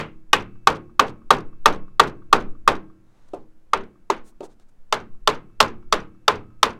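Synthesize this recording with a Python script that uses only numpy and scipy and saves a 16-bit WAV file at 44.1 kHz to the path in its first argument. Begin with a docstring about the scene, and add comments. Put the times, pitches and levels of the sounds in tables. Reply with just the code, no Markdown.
"""Hammering on a vehicle bushing

A sledge hammer drives a bushing into a vehicle frame through a hand-held wooden block, outdoors.
Blows land on the block's corner and flat, then off-centre; it is set down, and a run on its edge follows.
Each impact sums damped block modes and crack noise, then frame, spring, panel, rocking and rattle answers.
Filtered copies return from far walls; grainy scuffs, air and breeze are shaped noise.
The close microphone clips the hardest peaks.
"""
import sys
import numpy as np
from scipy import signal
from scipy.fft import rfft, irfft, next_fast_len
from scipy.io import wavfile
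from scipy.ndimage import uniform_filter1d, map_coordinates

SR = 44100
rng = np.random.default_rng(int(sys.argv[2]) if len(sys.argv) > 2 else 0)


def generate_wav(signal):
    """Clip the signal to [-1, 1] and save it as 16-bit WAV at the path in sys.argv[1]."""
    frames = np.transpose(np.atleast_2d(signal))
    scaled = np.clip(frames, -1, 1) * 32767
    pcm = np.round(scaled).astype(np.int16)
    wavfile.write(sys.argv[1], SR, pcm)


N = 299439
T = np.arange(SR) / SR  # one second of local time/s

# Outdoor air spectrum: f/Hz, relative density/dB
AIR = [(20, -13), (45, -0.5), (100, -0.5), (200, 1), (320, -7), (500, -8.5), (800, -14.5), (1550, -17.5),
       (2300, -24), (4000, -29.5), (7000, -30.5), (15000, -37.5)]
# Breeze on the microphone, spectrum: f/Hz, relative density/dB
BREEZE_COLOUR = [(3, -7), (9, -2), (18, -15.5), (30, -25.5), (48, -33.5), (70, -42), (150, -60),
                 (400, -120)]
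# Handling noise, a sleeve rustling (the long first row), then the block scuffing in the hand and on the frame:
# t/s, length/s, level before fades/dB, low-pass f/Hz
SCUFFS = [(2.952, 0.57, -65.5, 3180), (3.278, 0.019, -62, 6000), (3.328, 0.029, -55, 7000),
          (4.23, 0.097, -58, 13000), (4.417, 0.063, -51.5, 6500), (4.474, 0.084, -64.5, 5000),
          (4.597, 0.0051, -54.5, 6000), (4.58, 0.073, -66, 4000), (4.68, 0.026, -68, 8500)]
# Scuff spectrum before the low-pass: f/Hz, relative density/dB
SCUFF_COLOUR = [(300, 6), (1000, 3), (1550, -1), (2500, -7), (3200, -7), (3800, -2), (4700, -5.5),
                (6600, 0.5), (9000, 0.5), (13500, -11), (16000, -5)]
# Far walls: delay/s, level/dB, low-pass f/Hz
ECHOES = [(.0757, -35.5, 8000), (.2222, -48.5, 1900)]
# Body rocking on its mounts: f/Hz, level re impact/dB, t60/s
ROCK = (48, -29, .3)
# Wheel-well panels, spectrum: f/Hz, relative density/dB
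PANELS = [(40, -18.5), (90, -9.5), (170, -10.5), (300, -5), (450, 3), (680, -2), (1100, 0.5), (1500, -2.5),
          (1800, -8), (2500, -10.5), (4000, -19), (7000, -28.5), (11000, -36), (16000, -45)]
# Panel decay: f/Hz, t60/s
PANEL_DECAY = [(60, 0.83), (200, 0.5), (450, 0.24), (1100, 0.22), (2500, .22), (6000, .18), (14000, 0.11)]
# Coil spring and loose steel, modes: f/Hz, relative level/dB, t60/s
SPRING = [(1090, -17, .5), (1240, -13, .36), (1281, -35, 1), (1351, -38, 1.1), (1588, -44, 1.6),
          (2256, -39.5, 1.0), (2627, -48, 2.2)]
# Frame damped by rubber mounts, modes: f/Hz, relative level/dB, t60/s
FRAME = [(89.5, -19, 0.77), (114.7, -18.5, 1.4), (154.9, -4.5, 0.46), (191.8, -10, 0.69), (224, -7, 0.53),
         (232.6, -21, 1), (248.4, -3, 0.3), (287, -9, 0.53), (318.6, -9.5, 0.75), (353, -14, 0.77),
         (386.5, -0.5, 0.27), (419, -3.5, .28), (440, -4.5, 0.23), (501, -1.5, 0.14), (542, -3, 0.2),
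         (730, -3.5, 0.086), (844, -3.5, 0.24), (910, -2, 0.15), (1025, 1.5, 0.2), (1380, -6, .2),
         (1520, -5.5, 0.1), (2070, -11, 0.24)]
# Passage of an impact into the vehicle, per kind: f/Hz, gain/dB
COUPLING = {"corner": [(120, 0.5), (400, -0.5), (1200, 0), (2700, 6.5), (5000, -2), (10000, -1.5)],
            "flat": [(120, 0.5), (400, 2.5), (1200, 2), (3000, -1), (10000, -6)], "skewed": [(150, -4),
            (350, 2), (1200, -1), (2500, 1), (4000, -1.5), (7000, -16)], "tilted": [(120, -9), (350, -0.5),
            (1200, -0.5), (3000, 0.5), (10000, -8)], "tap": [(130, -0.5), (330, 4.5), (800, 2),
            (1600, -14.5), (3000, -13), (10000, -5.5)], "edge": [(120, 0), (400, 0.5), (1200, 2.5),
            (3000, 2), (10000, -1.5)]}
# Extra vehicle answer, kind of impact: gain/dB
SEATING_DB = {"corner": 2, "flat": 0, "skewed": 1, "tilted": 0, "tap": 1, "edge": 2}
# Crack at the contact (wood fibres crushed under the steel face), spectrum: f/Hz, relative density/dB
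CRACK = [(100, -23), (500, -12.5), (1400, -2.5), (2200, -2.5), (3500, 3), (5000, -4.5), (7500, -11.5),
         (11000, -22.5), (16000, -30.5)]
# Block pressed on the bushing, modes per kind of impact: f/Hz, relative level/dB, t60/s
BLOCK = { "corner": [(473, -11, 0.027), (606, -12, 0.031), (872, -3, 0.029), (1136, 0, 0.035),
         (1226, 1.5, 0.027), (1535, -6, 0.045), (1851, -8, 0.048), (2146, -9.5, 0.033), (2530, -5, .045),
         (2919, -7, .035)], "flat": [(300, -27, 0.038), (448, -15, .045), (580, -18, 0.05),
         (796, -12.5, 0.06), (911, -8.5, 0.062), (1116.5, -5, 0.031), (1189, 7.5, 0.022),
         (1368, -10, 0.044), (1517, -10.5, .04), (1833, -17.5, 0.056), (2154, -17, 0.033),
         (2559, -19.5, 0.055), (3270, -11.5, 0.016), (3890, -18, 0.034), (5420, -21.5, 0.028),
         (6300, -26, 0.037)], "tilted": [(329.3, -14, 0.13), (402, -5, 0.074), (613, -13, 0.054),
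         (900, 0.5, 0.037), (1040, 3.5, 0.018), (1230, -5, 0.038), (1460, -8, 0.021), (2020, -12, 0.027),
         (2570, -8, 0.01), (6600, -15.5, 0.038)], "tap": [(306, -9, 0.13), (380, 1.5, 0.054),
         (583, -4, 0.057), (720, -6.5, .06), (906, -13, 0.076), (1244, -13.5, 0.03), (2650, -32, 0.068)],
         "edge": [(429, -15, 0.14), (621.3, -9, 0.071), (876, -1.5, .035), (1047, -6.5, 0.09),
         (1160, 2, .032), (1298, 3.5, 0.031), (1731, -9.5, .028), (2080, -21, 0.045), (2880, -8, 0.016),
         (3573, 2.5, 0.018), (4573, -4, .018), (5940, -11, .018), (7520, -8, 0.0073)]}
BLOCK["skewed"] = BLOCK["flat"]  # same face struck, block off-centre on the bushing
# Hammer blows, and the block set down on the bushing at 4.405 and 4.43 s:
# t/s, kind, strength/dB, crack level re wood/dB
IMPACTS = [(-.025, "corner", -12.5, -7.5), (0.3301, "corner", -7.5, -7), (0.6711, "flat", -5, -12),
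           (0.9941, "flat", -5, -9), (1.305, "flat", -4, -13), (1.6573, "flat", -3, -11),
           (1.9958, "flat", -3, -10), (2.3273, "flat", -3.5, -12.5), (2.676, "flat", -5, -12.5),
           (3.3339, "tap", -26, -30.5), (3.7326, "skewed", -10.5, -13.5), (4.0997, "tilted", -12.5, -15),
           (4.405, "tap", -31.5, -21.5), (4.43, "tap", -37, -21), (4.9246, "edge", -13.5, -6.5),
           (5.274, "edge", -9.5, -7), (5.6026, "edge", -7.5, -2), (5.924, "edge", -10, -7),
           (6.279, "edge", -8.5, -7.5), (6.629, "edge", -9, -4)]

AIR_DB, BREEZE_DB, GUST_DB, GUST_RATE_HZ = -65.0, -45.0, 4.5, 4
# *_DB with a *_DB_PER_DB: level under a 0 dB impact, and growth with strength
WAFT_DB, WAFT_DB_PER_DB, WAFT_S, WAFT_LEAD_S = -32.0, 0.62, 0.6, 0.25
SCUFF_GRAIN_DB, CRACK_GRAIN_DB = 1, 5.0
RATTLE_DB, RATTLE_DB_PER_DB, RATTLE_COUNT = -24, 1.5, 6
RATTLE_SPAN_S, RATTLE_FALL_DB_PER_S, TICK_T60_S = 0.11, 190.5, 0.028
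VEHICLE_DB, VEHICLE_DB_PER_DB = -13.5, 0.89
PANEL_DB, STEEL_DB = 1.5, -11.5  # balance within the vehicle answer; steel = frame + spring
SPREAD_S = 0.022  # bending waves spreading through the steel
LEVEL_SAMPLES = 400  # stretch that sets the level of wood and crack
TOP_HZ = 15950


def amp(db):
    """Decibels to gain."""
    return 10 ** (np.asarray(db) / 20)


def unit(x, size=None):
    """Scale to rms 1 over the first size samples."""
    return x / np.sqrt(np.mean(x[:size] ** 2) + 1e-20)


def along(points, hz):
    """Interpolate (f/Hz, value) points on a log frequency axis."""
    f, v = np.transpose(points)
    return np.interp(np.log(hz + 1), np.log(f), v)


def filtered(x, response):
    """Multiply the spectrum of x by a response of frequency."""
    m = next_fast_len(len(x) + 8192)
    hz = np.fft.rfftfreq(m, 1 / SR)
    return irfft(rfft(x, m) * response(hz), m)[:len(x)]


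def noise(colour, size):
    """Noise of rms 1 with the given spectrum."""
    white = rng.standard_normal(size)
    return unit(filtered(white, lambda hz: amp(along(colour, hz))))


def add(track, s, x):
    """Mix x into the track from time s on."""
    i = round(s * SR)
    x = x[max(-i, 0):max(N - i, 0)]
    track[max(i, 0):][:len(x)] += x


def swell(t, rise):
    """Smooth build-up from 0 to 1."""
    return 1 - np.exp(-(t / rise) ** 2)


def decay(t, t60):
    """Exponential fall of 60 dB per t60."""
    return amp(-60 * t / t60)


def grain(length, depth_db):
    """Gain fluttering over a millisecond or two, as fibres catch and give."""
    flutter = unit(uniform_filter1d(rng.standard_normal(length), size=70))
    return unit(amp(depth_db * flutter))


def ring(modes, t, scatter_db, detune, loose):
    """Damped modes with strengths, pitches and phases scattered anew at each call."""
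    hz, db, t60 = np.transpose(modes)[:, :, None]
    level, pitch, lag = rng.standard_normal((3, len(modes), 1))
    cycles = hz * (1 + detune * pitch) * t + loose * lag
    envelope = amp(db + scatter_db * level) * decay(t, t60)
    return np.sum(envelope * np.sin(2 * np.pi * cycles), axis=0)


def outdoors():
    """Steady air noise; breeze and the waft around each impact add as power and heave with the gusts."""
    power = np.full(N, amp(BREEZE_DB) ** 2)
    waft_shape = np.hanning(int(WAFT_S * SR)) ** 2
    for s, _, strength_db, _ in IMPACTS:
        waft = amp(WAFT_DB + WAFT_DB_PER_DB * strength_db) ** 2 * waft_shape
        add(power, s - WAFT_LEAD_S, waft)
    gusts = map_coordinates(rng.standard_normal(32), [np.arange(N) * GUST_RATE_HZ / SR])
    breeze = np.sqrt(power) * amp(GUST_DB * gusts) * noise(BREEZE_COLOUR, N)
    return amp(AIR_DB) * noise(AIR, N) + breeze


def scuffs():
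    """Handling noise: a sleeve rustle and short rubs of the handled block, grainy low-passed noise, faded in
    and out."""
    out = np.zeros(N)
    for s, length_s, db, bright_hz in SCUFFS:
        size = max(int(length_s * SR), 64)
        rub = noise(SCUFF_COLOUR, size) * grain(size, SCUFF_GRAIN_DB)
        dulled = filtered(rub, lambda hz: 1 / np.hypot(1, (hz / bright_hz) ** 2))
        add(out, s, amp(db) * np.hanning(size) * unit(dulled))
    return out


def echoes(impacts):
    """Far walls return the impacts late, thin, dull and smeared by decaying noise."""
    out, t = np.zeros(N), T[:SR // 10]
    for delay_s, db, dull_hz in ECHOES:
        envelope = decay(t, 0.005) + amp(-21) * decay(t, 0.1)
        smear = rng.standard_normal(len(t)) * envelope
        back = signal.fftconvolve(impacts, smear / np.linalg.norm(smear))[:N]

        def wall(hz):
            """High-pass at 2 kHz, low-pass at dull_hz."""
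            return hz / np.hypot(hz, 2000) / np.hypot(1, (hz / dull_hz) ** 2)

        add(out, delay_s, amp(db) * filtered(back, wall))
    return out


def rattle():
    """Loose fittings: decaying noise ticks at random times, on average weaker the later they come."""
    out, t = np.zeros(N), T[:SR // 25]
    delays_s = RATTLE_SPAN_S * rng.uniform(0.24, 1, RATTLE_COUNT)
    for delay_s, scatter in zip(delays_s, rng.standard_normal(RATTLE_COUNT)):
        tick = noise(CRACK, len(t)) * decay(t, TICK_T60_S)
        tick_db = RATTLE_DB + 2 * scatter - RATTLE_FALL_DB_PER_S * delay_s
        add(out, delay_s, amp(tick_db) * tick)
    return out[:SR]


def panels():
    """Dense panel modes as noise with frequency-dependent decay, treble dying first."""
    hz, t, bins = signal.stft(noise(PANELS, SR), SR, nperseg=256)
    t60 = along(PANEL_DECAY, hz)[:, None]
    tail = signal.istft(bins * decay(t, t60), SR, nperseg=256)[1][:SR]
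    return tail * swell(T, rise=0.0071)


def vehicle(kind, spread):
    """Panels, frame and spring shaken through the bushing, coloured by the kind of impact."""
    frame = ring(FRAME, T, scatter_db=3.5, detune=0.00087, loose=1)
    spring = ring(SPRING, T, scatter_db=2.5, detune=0.001, loose=1)
    body = amp(PANEL_DB) * panels() + amp(STEEL_DB) * (frame + spring) * spread
    return filtered(body, lambda hz: amp(along(COUPLING[kind], hz)))


def knock(kind, crack_db):
    """Block modes ring up while the block is pressed; the contact itself cracks."""
    t = T[:SR // 6]
    modes = ring(BLOCK[kind], t, scatter_db=2.0, detune=0.0064, loose=0.17)
    wood = unit(modes * swell(t, rise=0.0021), LEVEL_SAMPLES)
    contact = swell(t, rise=0.0014) * decay(np.maximum(t - 0.0028, 0), 0.015)
    # close walls of the wheel well prolong the crack
    walls = amp(-9) * swell(t, rise=0.005) * decay(t, 0.085)
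    crack = noise(CRACK, len(t)) * grain(len(t), CRACK_GRAIN_DB) * (contact + walls)
    return wood + amp(crack_db) * unit(crack, LEVEL_SAMPLES)


def hammering():
    """Each blow or set-down knocks the block and shakes vehicle, mounts and fittings by its strength."""
    out, spread = np.zeros(N), swell(T, rise=SPREAD_S)
    for s, kind, strength_db, crack_db in IMPACTS:
        shake_db = VEHICLE_DB + VEHICLE_DB_PER_DB * strength_db + SEATING_DB[kind]
        rock = ring([ROCK], T, scatter_db=2, detune=0.03, loose=0.98) * spread
        add(out, s, amp(strength_db) * knock(kind, crack_db))
        add(out, s, amp(shake_db) * vehicle(kind, spread))
        add(out, s, amp(strength_db) * rock)
        add(out, s, amp(RATTLE_DB_PER_DB * strength_db) * rattle())
    return out


def scene():
    """Sum of background, handling, echoes and impacts."""
    impacts = hammering()
    return (outdoors() + scuffs() + echoes(impacts) + impacts)[None]


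def record(dry):
    """Clip the hardest peaks flat, then end the band with a steep low-pass."""
    clipped = np.clip(dry[0], -1, 1)
    return filtered(clipped, lambda hz: 1 / np.hypot(1, (hz / TOP_HZ) ** 60))[None]


dry = scene()
out = record(dry)
generate_wav(out)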